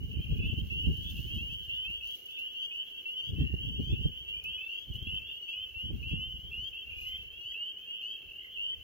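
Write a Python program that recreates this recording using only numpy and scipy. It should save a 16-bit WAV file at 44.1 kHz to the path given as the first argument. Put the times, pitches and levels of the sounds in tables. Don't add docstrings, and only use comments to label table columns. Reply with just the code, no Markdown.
import sys
import numpy as np
from scipy import signal
from scipy.fft import rfft, irfft, next_fast_len
from scipy.io import wavfile
from scipy.ndimage import uniform_filter1d, map_coordinates

SR = 44100
rng = np.random.default_rng(int(sys.argv[2]) if len(sys.argv) > 2 else 0)


def volts_from_decibels(level):
    exponent = np.asarray(level, float) / 20
    return 10 ** exponent


def dump(signal):
    limited = np.clip(np.atleast_2d(signal).T, -1, 1)
    pcm = np.round(limited * 32767).astype(np.int16)
    wavfile.write(sys.argv[1], SR, pcm)


N = 389403


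def unit(x):
    return x / np.sqrt(np.mean(x ** 2) + 1e-20)


def curves(rows):
    s, *columns = np.transpose(rows)
    return [np.interp(np.arange(N) / SR, s, column) for column in columns]


def wobble(rate):
    knots = rng.standard_normal((2, int(N * rate / SR) + 4))
    position = np.arange(N) * rate / SR
    return np.array([map_coordinates(k, [position]) for k in knots])


def coloured(x, spectrum):
    size = next_fast_len(N + 8192)
    hz, db = np.transpose(spectrum)
    bins_hz = np.fft.rfftfreq(size, 1 / SR)
    gain = volts_from_decibels(np.interp(np.log(bins_hz + 1), np.log(hz + 1), db))
    return unit(irfft(rfft(x, size) * gain, size)[..., :N])


def add_call(out, s, length, start_hz, end_hz, db, lead_us, pulses=0, pan_db=0, twist=0, partials=()):
    t = np.arange(int((length + 0.0073) * SR)) / SR
    u = (t - .004) / length
    bend = 0 if pulses else .3
    glide_hz = start_hz + (end_hz - start_hz) * (u + bend * u * (1 - u))
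    turn = 2 * np.pi * np.cumsum(glide_hz) / SR

    attack = np.clip(t / 0.0085, 0, 1)
    release = np.clip((t[-1] - t) / 0.0061, 0, 1)
    shape = attack * release * volts_from_decibels(0.97 * (u + 0.5))
    if pulses:
        beat = pulses * (t + .0015 * np.sin(37 * t + start_hz))
        opening = np.clip(1.7 * (.45 - np.cos(2 * np.pi * beat)), 0, 1.4)
        shape = shape * opening * np.clip(.55 + 2 * u, 0, 1)
    flutter_db = 2.6 * np.interp(t, np.linspace(0, t[-1], 12), rng.standard_normal(12))

    side = np.array([[.5], [-.5]])
    cycles = 1 + lead_us * 1e-6 * (start_hz + end_hz) / 2
    sway = .04 * np.interp(t, np.linspace(0, t[-1], 5), rng.standard_normal(5))
    cycles = cycles + twist * (u - .5) + sway
    phase = turn + rng.uniform(0, 2 * np.pi) + side * 2 * np.pi * cycles
    tone = np.sin(phase) + sum(volts_from_decibels(level) * np.sin(k * phase) for k, level in partials)
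    call = np.sqrt(2) * volts_from_decibels(db + side * pan_db) * shape * volts_from_decibels(flutter_db) * tone

    seat = out[:, max(round((s - .004) * SR), 0):][:, :len(t)]
    seat += call[:, :seat.shape[1]]


# start in seconds, length in seconds, start pitch in Hz,
# end pitch in Hz, level in dB.
LOUD_REEDS = [(0.702, 0.168, 2640.0, 3040.0, -37.3), (1.692, 0.18, 2680.0, 3160.0, -37.4),
              (2.371, 0.108, 2600.0, 2960.0, -40.6), (2.566, 0.084, 2760.0, 3080.0, -40.1),
              (3.201, 0.096, 2700.0, 2940.0, -47.8), (3.388, 0.048, 3220.0, 3340.0, -53.7),
              (3.919, 0.168, 2760.0, 3200.0, -42.9), (4.015, 0.18, 2700.0, 3100.0, -48.4),
              (4.302, 0.096, 2660.0, 2940.0, -48.3), (6.126, 0.048, 3100.0, 3260.0, -51.8),
              (7.89, 0.12, 2960.0, 3240.0, -52.2)]
BUSY_REEDS = [(0.004, 0.06, 2880.0, 3080.0, -48.7), (0.104, 0.06, 2920.0, 3040.0, -48.7),
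              (0.255, 0.096, 3020.0, 3220.0, -50.4), (0.447, 0.06, 3080.0, 3320.0, -51.6),
              (0.714, 0.084, 2940.0, 3260.0, -48.9), (0.722, 0.12, 2600.0, 2880.0, -46.4),
              (0.81, 0.06, 3020.0, 3140.0, -45.1), (0.846, 0.12, 2620.0, 2900.0, -49.8),
              (1.002, 0.108, 2920.0, 3320.0, -46.9), (1.544, 0.096, 2960.0, 3240.0, -46.9),
              (1.772, 0.072, 2800.0, 3000.0, -44.2), (1.88, 0.12, 2880.0, 3320.0, -45.0),
              (1.892, 0.072, 2640.0, 2840.0, -46.0), (2.291, 0.084, 3000.0, 3160.0, -47.6),
              (2.379, 0.096, 2540.0, 2820.0, -50.2), (2.546, 0.06, 3120.0, 3320.0, -51.4),
              (2.973, 0.06, 2660.0, 2820.0, -51.9), (3.065, 0.084, 2800.0, 3240.0, -47.5),
              (3.257, 0.048, 3200.0, 3360.0, -47.5), (3.572, 0.096, 2720.0, 3040.0, -46.7),
              (3.632, 0.084, 2700.0, 2900.0, -48.1), (3.648, 0.144, 2840.0, 3200.0, -42.2),
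              (4.151, 0.168, 2800.0, 3240.0, -47.1), (4.171, 0.06, 2960.0, 3240.0, -48.3),
              (4.282, 0.12, 2780.0, 3180.0, -47.4), (4.282, 0.12, 2680.0, 3080.0, -41.6),
              (4.438, 0.132, 2940.0, 3300.0, -43.4), (4.709, 0.084, 2980.0, 3300.0, -48.4),
              (5.308, 0.084, 2920.0, 3280.0, -46.4), (5.4, 0.156, 3020.0, 3340.0, -49.8),
              (6.066, 0.048, 3140.0, 3300.0, -52.3), (6.733, 0.096, 2980.0, 3260.0, -47.7),
              (7.363, 0.048, 2840.0, 2960.0, -49.5), (8.58, 0.12, 2600.0, 2920.0, -47.0)]
LEFT_REEDS = [(0.838, 0.18, 2720.0, 3080.0, -43.2), (1.006, 0.072, 3160.0, 3320.0, -47.6),
              (1.385, 0.18, 2640.0, 3120.0, -42.3), (1.692, 0.048, 3120.0, 3360.0, -51.2),
              (1.848, 0.132, 2560.0, 3000.0, -40.2), (2.011, 0.12, 2820.0, 3300.0, -44.7),
              (2.111, 0.048, 3100.0, 3260.0, -42.9), (2.47, 0.048, 3120.0, 3320.0, -49.6),
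              (2.618, 0.12, 2720.0, 3040.0, -42.8), (2.706, 0.132, 2760.0, 3160.0, -41.8),
              (2.71, 0.132, 2520.0, 2920.0, -46.3), (2.905, 0.096, 2980.0, 3260.0, -46.4),
              (3.049, 0.048, 3100.0, 3260.0, -51.7), (3.644, 0.06, 3080.0, 3240.0, -50.4),
              (4.582, 0.18, 2520.0, 2880.0, -46.5), (5.272, 0.06, 2980.0, 3140.0, -47.8),
              (8.565, 0.108, 2740.0, 3060.0, -43.3), (8.569, 0.18, 2660.0, 3140.0, -38.3)]
RIGHT_REEDS = [(1.568, 0.048, 3160.0, 3280.0, -49.3), (2.482, 0.18, 2800.0, 3320.0, -46.0),
               (2.969, 0.048, 3000.0, 3160.0, -49.1), (3.057, 0.156, 2660.0, 3140.0, -38.4),
               (3.157, 0.048, 2900.0, 3020.0, -45.5), (3.34, 0.096, 2920.0, 3240.0, -46.4),
               (3.36, 0.156, 2640.0, 2920.0, -49.2), (3.755, 0.168, 2780.0, 3340.0, -43.9),
               (3.931, 0.108, 2540.0, 2860.0, -52.6), (4.454, 0.096, 2880.0, 3160.0, -44.4),
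               (5.068, 0.12, 2680.0, 3080.0, -39.9), (5.068, 0.12, 2780.0, 3180.0, -43.0),
               (5.448, 0.06, 2760.0, 2920.0, -48.6), (5.747, 0.168, 2660.0, 3100.0, -41.9),
               (5.783, 0.108, 2980.0, 3260.0, -51.5), (6.026, 0.144, 2580.0, 3060.0, -43.8),
               (6.138, 0.06, 2620.0, 2820.0, -47.8), (6.198, 0.18, 2640.0, 3040.0, -45.9),
               (6.362, 0.144, 2760.0, 3160.0, -48.4), (6.876, 0.132, 2740.0, 2980.0, -47.0),
               (7.048, 0.18, 2720.0, 3160.0, -46.3), (7.946, 0.06, 2580.0, 2780.0, -54.2)]
FRONT_REEDS = [(4.446, 0.18, 2540.0, 3100.0, -41.2), (4.941, 0.156, 2800.0, 3320.0, -47.5),
               (5.192, 0.108, 2600.0, 2800.0, -47.4), (5.3, 0.108, 2640.0, 2920.0, -47.5),
               (5.484, 0.168, 2620.0, 3140.0, -40.3), (5.488, 0.156, 2740.0, 3220.0, -45.3),
               (6.082, 0.06, 2700.0, 2860.0, -49.2), (6.106, 0.18, 2600.0, 3160.0, -40.7),
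               (6.286, 0.048, 2960.0, 3080.0, -45.3), (6.513, 0.048, 2640.0, 2880.0, -42.8),
               (6.533, 0.156, 2640.0, 3280.0, -42.5), (6.713, 0.084, 3000.0, 3280.0, -52.0),
               (6.733, 0.108, 2600.0, 3120.0, -45.5), (6.912, 0.096, 2640.0, 2880.0, -47.5),
               (7.016, 0.156, 2760.0, 3240.0, -41.6), (7.12, 0.048, 3020.0, 3140.0, -43.3),
               (7.431, 0.096, 2660.0, 2900.0, -49.1), (7.547, 0.156, 2960.0, 3240.0, -49.2),
               (7.687, 0.156, 2700.0, 3180.0, -51.7), (7.926, 0.108, 2720.0, 3040.0, -50.4),
               (8.181, 0.048, 2980.0, 3220.0, -52.6), (8.381, 0.072, 2920.0, 3120.0, -52.9),
               (8.493, 0.084, 2980.0, 3180.0, -51.3)]
FAR_BANK = [(1.497, 0.168, 2620.0, 3100.0, -49.7), (2.007, 0.144, 2640.0, 2960.0, -45.8),
            (3.201, 0.072, 2800.0, 3000.0, -46.1), (5.212, 0.072, 2960.0, 3320.0, -50.0),
            (5.531, 0.168, 2520.0, 3000.0, -47.3), (7.874, 0.144, 2760.0, 3160.0, -41.7),
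            (8.545, 0.18, 2900.0, 3220.0, -46.2)]
ISLAND = [(0.403, 0.12, 2680.0, 3080.0, -43.8), (0.435, 0.18, 2560.0, 3160.0, -47.0),
          (1.149, 0.108, 2720.0, 3080.0, -48.9), (1.177, 0.18, 2640.0, 3280.0, -46.8),
          (1.652, 0.108, 2780.0, 3180.0, -48.0), (3.899, 0.072, 2580.0, 2780.0, -54.5),
          (5.783, 0.06, 2660.0, 2780.0, -55.5), (7.447, 0.072, 2860.0, 3100.0, -43.7),
          (7.543, 0.048, 2680.0, 2880.0, -46.2), (7.543, 0.18, 2600.0, 3160.0, -40.8),
          (8.022, 0.144, 2740.0, 3220.0, -43.0)]
SEDGE = [(0.104, 0.144, 2680.0, 3160.0, -49.3), (1.269, 0.108, 2540.0, 2820.0, -51.3),
         (1.281, 0.132, 2780.0, 3260.0, -45.6), (1.297, 0.084, 2720.0, 3000.0, -42.7),
         (2.746, 0.084, 2800.0, 3040.0, -43.2), (3.6, 0.048, 3040.0, 3240.0, -44.7)]
# table of peeps, lead of the left port in microseconds,
# turn of that lead along the glide in cycles, left over right in dB.
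CALLERS = [
    (LOUD_REEDS, -134, .18, -1),
    (BUSY_REEDS, -166, -.12, -.3),
    (LEFT_REEDS, 132, .12, 0),
    (RIGHT_REEDS, -104, -.16, .2),
    (FAR_BANK, 172, .7, -.6),
    (FRONT_REEDS, -39, .06, -.4),
    (ISLAND, 46, .14, -1.3),
    (SEDGE, 100, -.47, -.2),
]


def peepers(out):
    partials = [(.5, -46.0), (1.5, -41.5), (2, -48)]
    for peeps, lead_us, twist, pan_db in CALLERS:
        for s, length, hz, end_hz, db in peeps:
            add_call(out, s, length, hz, end_hz, db - 1.25, lead_us,
                     pan_db=pan_db, twist=twist, partials=partials)


# start in seconds, length in seconds, level in dB.
NEAR_PEEPS = [(0.702, 0.12, -49.5), (2.025, 0.092, -48), (2.545, 0.12, -45.5), (3.173, 0.13, -47.5),
              (3.796, 0.13, -48), (4.688, 0.16, -48.5), (5.416, 0.13, -48), (6.003, 0.14, -52),
              (6.584, 0.11, -44.5), (7.405, .14, -47), (8.011, .132, -47.5)]
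# multiple of the whistle's frequency, level in dB.
SAC_PARTIALS = [
    (.5, -42),
    (1.5, -30.5),
    (1.52, -39.5),
    (2, -28.5),
]


def near_frog(out):
    start_hz, glide_hz_per_s = 2792, 3620
    for s, length, db in NEAR_PEEPS:
        lead_us = 155 - 8.5 * s
        add_call(out, s, length, start_hz, start_hz + glide_hz_per_s * length, db, lead_us,
                 pan_db=7.0, partials=SAC_PARTIALS)


# start in seconds, level in dB.
HIGH_PEEPS = [(.405, -58.5), (1.035, -48.5), (1.7, -50.5), (2.315, -54), (3.235, -60), (3.875, -54.5),
              (4.6, -58), (5.255, -58)]


def high_frog(out):
    for s, db in HIGH_PEEPS:
        add_call(out, s, 0.077, 3330, 3492, db, lead_us=81 + 33.4 * s)


# start in seconds,
# length in seconds, start pitch in Hz, end pitch in Hz, level in dB.
TRILLS = [
    (28, [(1.026, .12, 2520, 2700, -66), (2.222, .12, 3217, 3330, -58), (3.811, 0.18, 2440, 2690, -63), (4.688, .1, 3180, 3280, -56.5), (4.841, 0.25, 3030, 3297, -53), (7.261, 0.19, 3086, 3316, -57)]),
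    (32, [(.386, 0.23, 2540, 2870, -46), (2.155, 0.32, 2764, 3190, -52.5), (4.918, .16, 2890, 3262, -47.5), (6.365, 0.2, 3110, 3330, -58), (7.114, .2, 2520, 2830, -51)]),
    (35, [(.158, 0.26, 2460, 2560, -59.5), (2.708, 0.34, 2540, 2860, -60), (4.575, 0.22, 2587, 2817, -44.5), (5.538, 0.32, 2550, 2810, -58.5), (6.896, 0.19, 2460, 2550, -51), (7.561, 0.26, 2696, 2980, -59), (8.014, 0.28, 2615, 2770, -57)]),
    (38.5, [(.208, 0.21, 2780, 2954, -50), (2.007, 0.154, 2800, 2900, -47), (4.334, .22, 2410, 2580, -56), (5.062, .12, 2690, 2735, -47), (5.184, .25, 2710, 2922, -49)]),
    (42, [(3.395, 0.25, 2638, 2935, -46), (3.958, 0.25, 2660, 3100, -56), (5.924, 0.092, 2770, 2780, -60), (6.723, 0.22, 2700, 2790, -50), (8.286, 0.15, 2664, 2920, -49.5)]),
]
# time in seconds, lead of the left port in microseconds.
TRILL_BEARING = [(4.4, -140), (4.8, 10), (6.8, 10), (6.88, -150), (7.2, -150), (7.25, 50)]


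def trillers(out):
    for pulses, trills in TRILLS:
        for s, length, hz, end_hz, db in trills:
            lead_us = np.interp(s, *np.transpose(TRILL_BEARING))
            add_call(out, s, length, hz, end_hz, db, lead_us, pulses=pulses)


# start in seconds, length in seconds, pitch in Hz, level in dB,
# pulses per second (the sign only sets the beat's direction).
CROAKS = [(1.69, 0.067, 1755, -75, -6), (2.76, 0.084, 1765, -66, 1), (3.37, 0.18, 1840, -66.5, 61),
          (6.58, 0.053, 1760, -70, -2.5), (7.05, 0.12, 2080, -59.5, 28), (7.9, .05, 1770, -75.5, 0.5),
          (8.39, 0.1, 2055, -61, 37.5), (8.53, .03, 2130, -61, -0.5), (8.728, 0.011, 2020, -57, 0),
          (7.515, 0.012, 1990, -59, 0), (8.09, .03, 2050, -58, 0.5)]


def croakers(out):
    for s, length, hz, db, pulses in CROAKS:
        add_call(out, s, length, hz, hz, db, 260, pulses=pulses, partials=[(1.04, -4), (.95, -6)])


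def frogs():
    out = np.zeros((2, N))
    for voice in (peepers, high_frog, near_frog, trillers, croakers):
        voice(out)
    return out


# time in seconds, level in dB.
CROWD_LEVEL = [(0.0, -54), (1.28, -49), (2.6, -48), (4.03, -52), (5.19, -49.5), (5.75, -53), (7.0, -50.5),
               (8.83, -50.5)]


def crowd(count=360):
    out = np.zeros((2, N))
    for when, low, high, place, distance, kind in rng.random((count, 6)):
        trill = kind < .4
        length = .22 if trill else 0.083 + 0.04915 * high
        start_hz = 2450 + 600 * (low + high) / 2
        end_hz = start_hz + 280 + 140 * place
        lead_us = 340 * (place - .5) + 170
        add_call(out, when * N / SR, length, start_hz, end_hz, -11 * distance - 4 * trill, lead_us,
                 pulses=trill * (30 + 25 * kind), partials=[(0.55, -29.5)])
    level_db = curves(CROWD_LEVEL)[0] + .3
    return volts_from_decibels(level_db) * unit(out + volts_from_decibels(12) * marsh(out))


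def marsh(x):
    t = np.arange(SR // 2) / SR
    tail = rng.standard_normal((2, len(t))) * volts_from_decibels(-60 * t / 0.53)
    tail = tail / np.linalg.norm(tail[0])
    return volts_from_decibels(-14) * signal.fftconvolve(x, tail, axes=1)[:, :N]


# frequency in Hz, level in dB per Hz.
BUFFET = [(12, -37), (20, -18.5), (59, -0.5), (135, -7), (225, -14.5), (352, -26), (433, -31.5), (709, -58),
          (900, -69.5), (1170, -92), (1980, -120)]


def wind():
    level_db = wind_db()
    lumps = volts_from_decibels(1.1 * wobble(19) + 3.6 * wobble(35)[0] + 5.3 * wobble(70))
    lumps = lumps / np.sqrt(np.abs(uniform_filter1d(np.mean(lumps ** 2, 0), SR // 12)))

    noise = rng.standard_normal((3, N))
    shared_eddy = np.array([noise[2], np.roll(noise[2], shift=105)])
    push = coloured(lumps * (noise[:2] + 0.84 * shared_eddy), BUFFET)
    power = np.mean(push, 0) ** 2 + 0.27 * np.mean(push ** 2, 0)
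    push = push / np.sqrt(np.abs(uniform_filter1d(power, SR // 16)) + 0.086)
    push = push / (1 + (push / 3.6) ** 4) ** .25

    thump = signal.sosfilt(signal.butter(N=2, Wn=110, fs=SR, output="sos"), push)
    strength = np.clip((level_db + 65.0) / 26, 0, 1)
    port_db = np.array([[.2], [1.1]])
    return volts_from_decibels(level_db + port_db) * (strength * push + (1 - strength) * unit(thump))


def swell(s, hold, db, rise, fall):
    t = np.arange(0, N, 32) / SR
    below_db = rise * np.maximum(s - t, 0) + fall * np.maximum(t - s - hold, 0)
    return volts_from_decibels(2 * (db - below_db))


# start in seconds, hold in seconds, level in dB.
GUSTS = [(0.0, 0.31, -41), (0.306, 0.3, -33.5), (0.717, 0.72, -40.5), (1.494, 0.26, -50), (1.93, 0.1, -56),
         (3.32, 0.05, -40), (3.515, 0.53, -40.5), (4.177, 0.37, -57.5), (4.903, 0.23, -42),
         (5.572, 0.82, -60), (5.843, 0.35, -41.5), (6.266, 0.35, -48.5), (6.87, 0.36, -52),
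         (7.316, 0.16, -62.5), (8.303, 0.8, -69.5)]
# time in seconds, peak in dB.
SLAPS = [(0.048, -36), (.18, -28), (0.329, -26.5), (.56, -41), (.62, -34), (0.779, -38), (0.89, -21.5),
         (1.201, -37), (1.371, -36), (1.53, -43), (1.899, -44), (3.324, -30.5), (3.423, -20.5),
         (3.533, -29), (3.681, -37), (3.809, -28), (3.928, -24.5), (4.048, -25.5), (4.22, -52),
         (4.36, -49.5), (4.49, -47.5), (4.913, -38), (5.01, -41), (5.771, -48.5), (5.941, -32.5),
         (6.139, -30.5), (6.349, -44.5), (6.6, -47), (8.27, -52.5), (8.79, -50)]


def wind_db():
    power = volts_from_decibels(2 * -72.5)
    power = power + sum(swell(*gust, rise=651, fall=113.5) for gust in GUSTS)
    power = power + sum(swell(s, 0, db, rise=377.5, fall=383.5) for s, db in SLAPS)
    return np.interp(np.arange(N), np.arange(0, N, 32), 10 * np.log10(power))


# time in seconds, level in dB.
RUSTLE = [(0.0, -69.5), (0.91, -66), (1.18, -59.5), (1.4, -64.5), (2.02, -69), (2.09, -63.5), (2.51, -69),
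          (6.93, -70.5), (7.03, -62), (7.28, -71.5), (8.83, -71.5)]
# time in seconds, peak in dB.
SNAPS = [(0.6295, -62), (0.6814, -65), (0.969, -42), (1.037, -62), (1.1009, -41), (1.1777, -54),
         (1.3483, -45), (1.8986, -47), (2.0413, -55), (2.073, -39), (2.109, -38.5), (2.1545, -39),
         (2.1685, -60), (2.258, -40), (2.309, -49), (2.39, -41), (2.6658, -56), (3.688, -52), (3.9075, -56),
         (4.247, -56), (4.439, -39), (4.591, -58), (4.939, -45.5), (4.956, -43), (5.027, -46), (5.148, -47),
         (5.1954, -57), (5.9893, -61), (6.9676, -63), (7.01, -41), (7.0866, -43)]
# frequency in Hz, level in dB per Hz.
GRASS_HISS = [(2120, -34.5), (3600, 0.5), (3710, -11.5), (3950, -6), (4380, -6), (5110, -9.5), (6180, -6),
              (7070, -12), (8660, -23.5), (9790, -20), (11300, -8.5), (15100, -0.5), (15600, -2.5)]


def grass():
    level_db = curves(RUSTLE)[0]
    stir = np.clip((level_db + 84.5) / 10, .15, 1)
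    grains = volts_from_decibels(stir * (1.3 * wobble(40)[0] + 1.9 * wobble(400)))
    grains = grains / np.sqrt(np.abs(uniform_filter1d(grains ** 2, SR // 5)))
    level = volts_from_decibels(level_db + 6.0) * grains

    t = np.arange(SR // 20) / SR
    decay = volts_from_decibels(-60 * t / 0.0096) + 0.47 * volts_from_decibels(-60 * t / 0.12)
    snap = np.zeros((2, N))
    for s, db in SNAPS:
        snap[:, round(s * SR):][:, :len(t)] += volts_from_decibels(db - 11.5) * decay

    hiss = coloured(rng.standard_normal((2, N)), GRASS_HISS)
    hiss = hiss * volts_from_decibels([[-.8], [.8]])
    bright = unit(np.gradient(hiss, axis=1) + 0.28 * hiss)
    return level * hiss + snap * bright


# frequency in Hz, level in dB per Hz.
FOREST_AIR = [(59, -30), (100, -4.5), (212, -4), (406, 2), (908, -15.5), (1520, -15.5), (1730, -20),
              (2350, -6.5), (3060, -33), (5170, -120)]


def forest():
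    noise = rng.standard_normal((3, N))
    swell_db = 1.2 * wobble(4) + 1.5 * wobble(30)
    return volts_from_decibels(-68.5 + swell_db) * coloured(noise[:2] + 0.8 * noise[2], FOREST_AIR)


def scene():
    chorus = frogs()
    return chorus + marsh(chorus) + crowd() + wind() + grass() + forest()


FAINT_EDGES_HZ = [3410, 3600, 3790, 4130, 4300]


def drop_masked(dry):
    hz, _, z = signal.stft(dry, SR, nperseg=2048)
    power = np.abs(z) ** 2
    whistle = power[:, (hz > 2950) & (hz < FAINT_EDGES_HZ[0])].sum(1)
    for low_hz, high_hz in zip(FAINT_EDGES_HZ, FAINT_EDGES_HZ[1:]):
        band = (hz > low_hz) & (hz <= high_hz)
        share = power[:, band].sum(1) / uniform_filter1d(whistle, size=3)
        z[:, band] *= (share > np.quantile(share, .52))[:, None]
    z[:, hz > 15830] = 0
    return signal.istft(z, SR, nperseg=2048)[1][:, :N]


def low_pass(x):
    return signal.sosfilt(signal.butter(12, 16520, fs=SR, output="sos"), x)


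def record(dry):
    mix = drop_masked(dry)
    return low_pass(mix)


dry = scene()
out = record(dry)
dump(out)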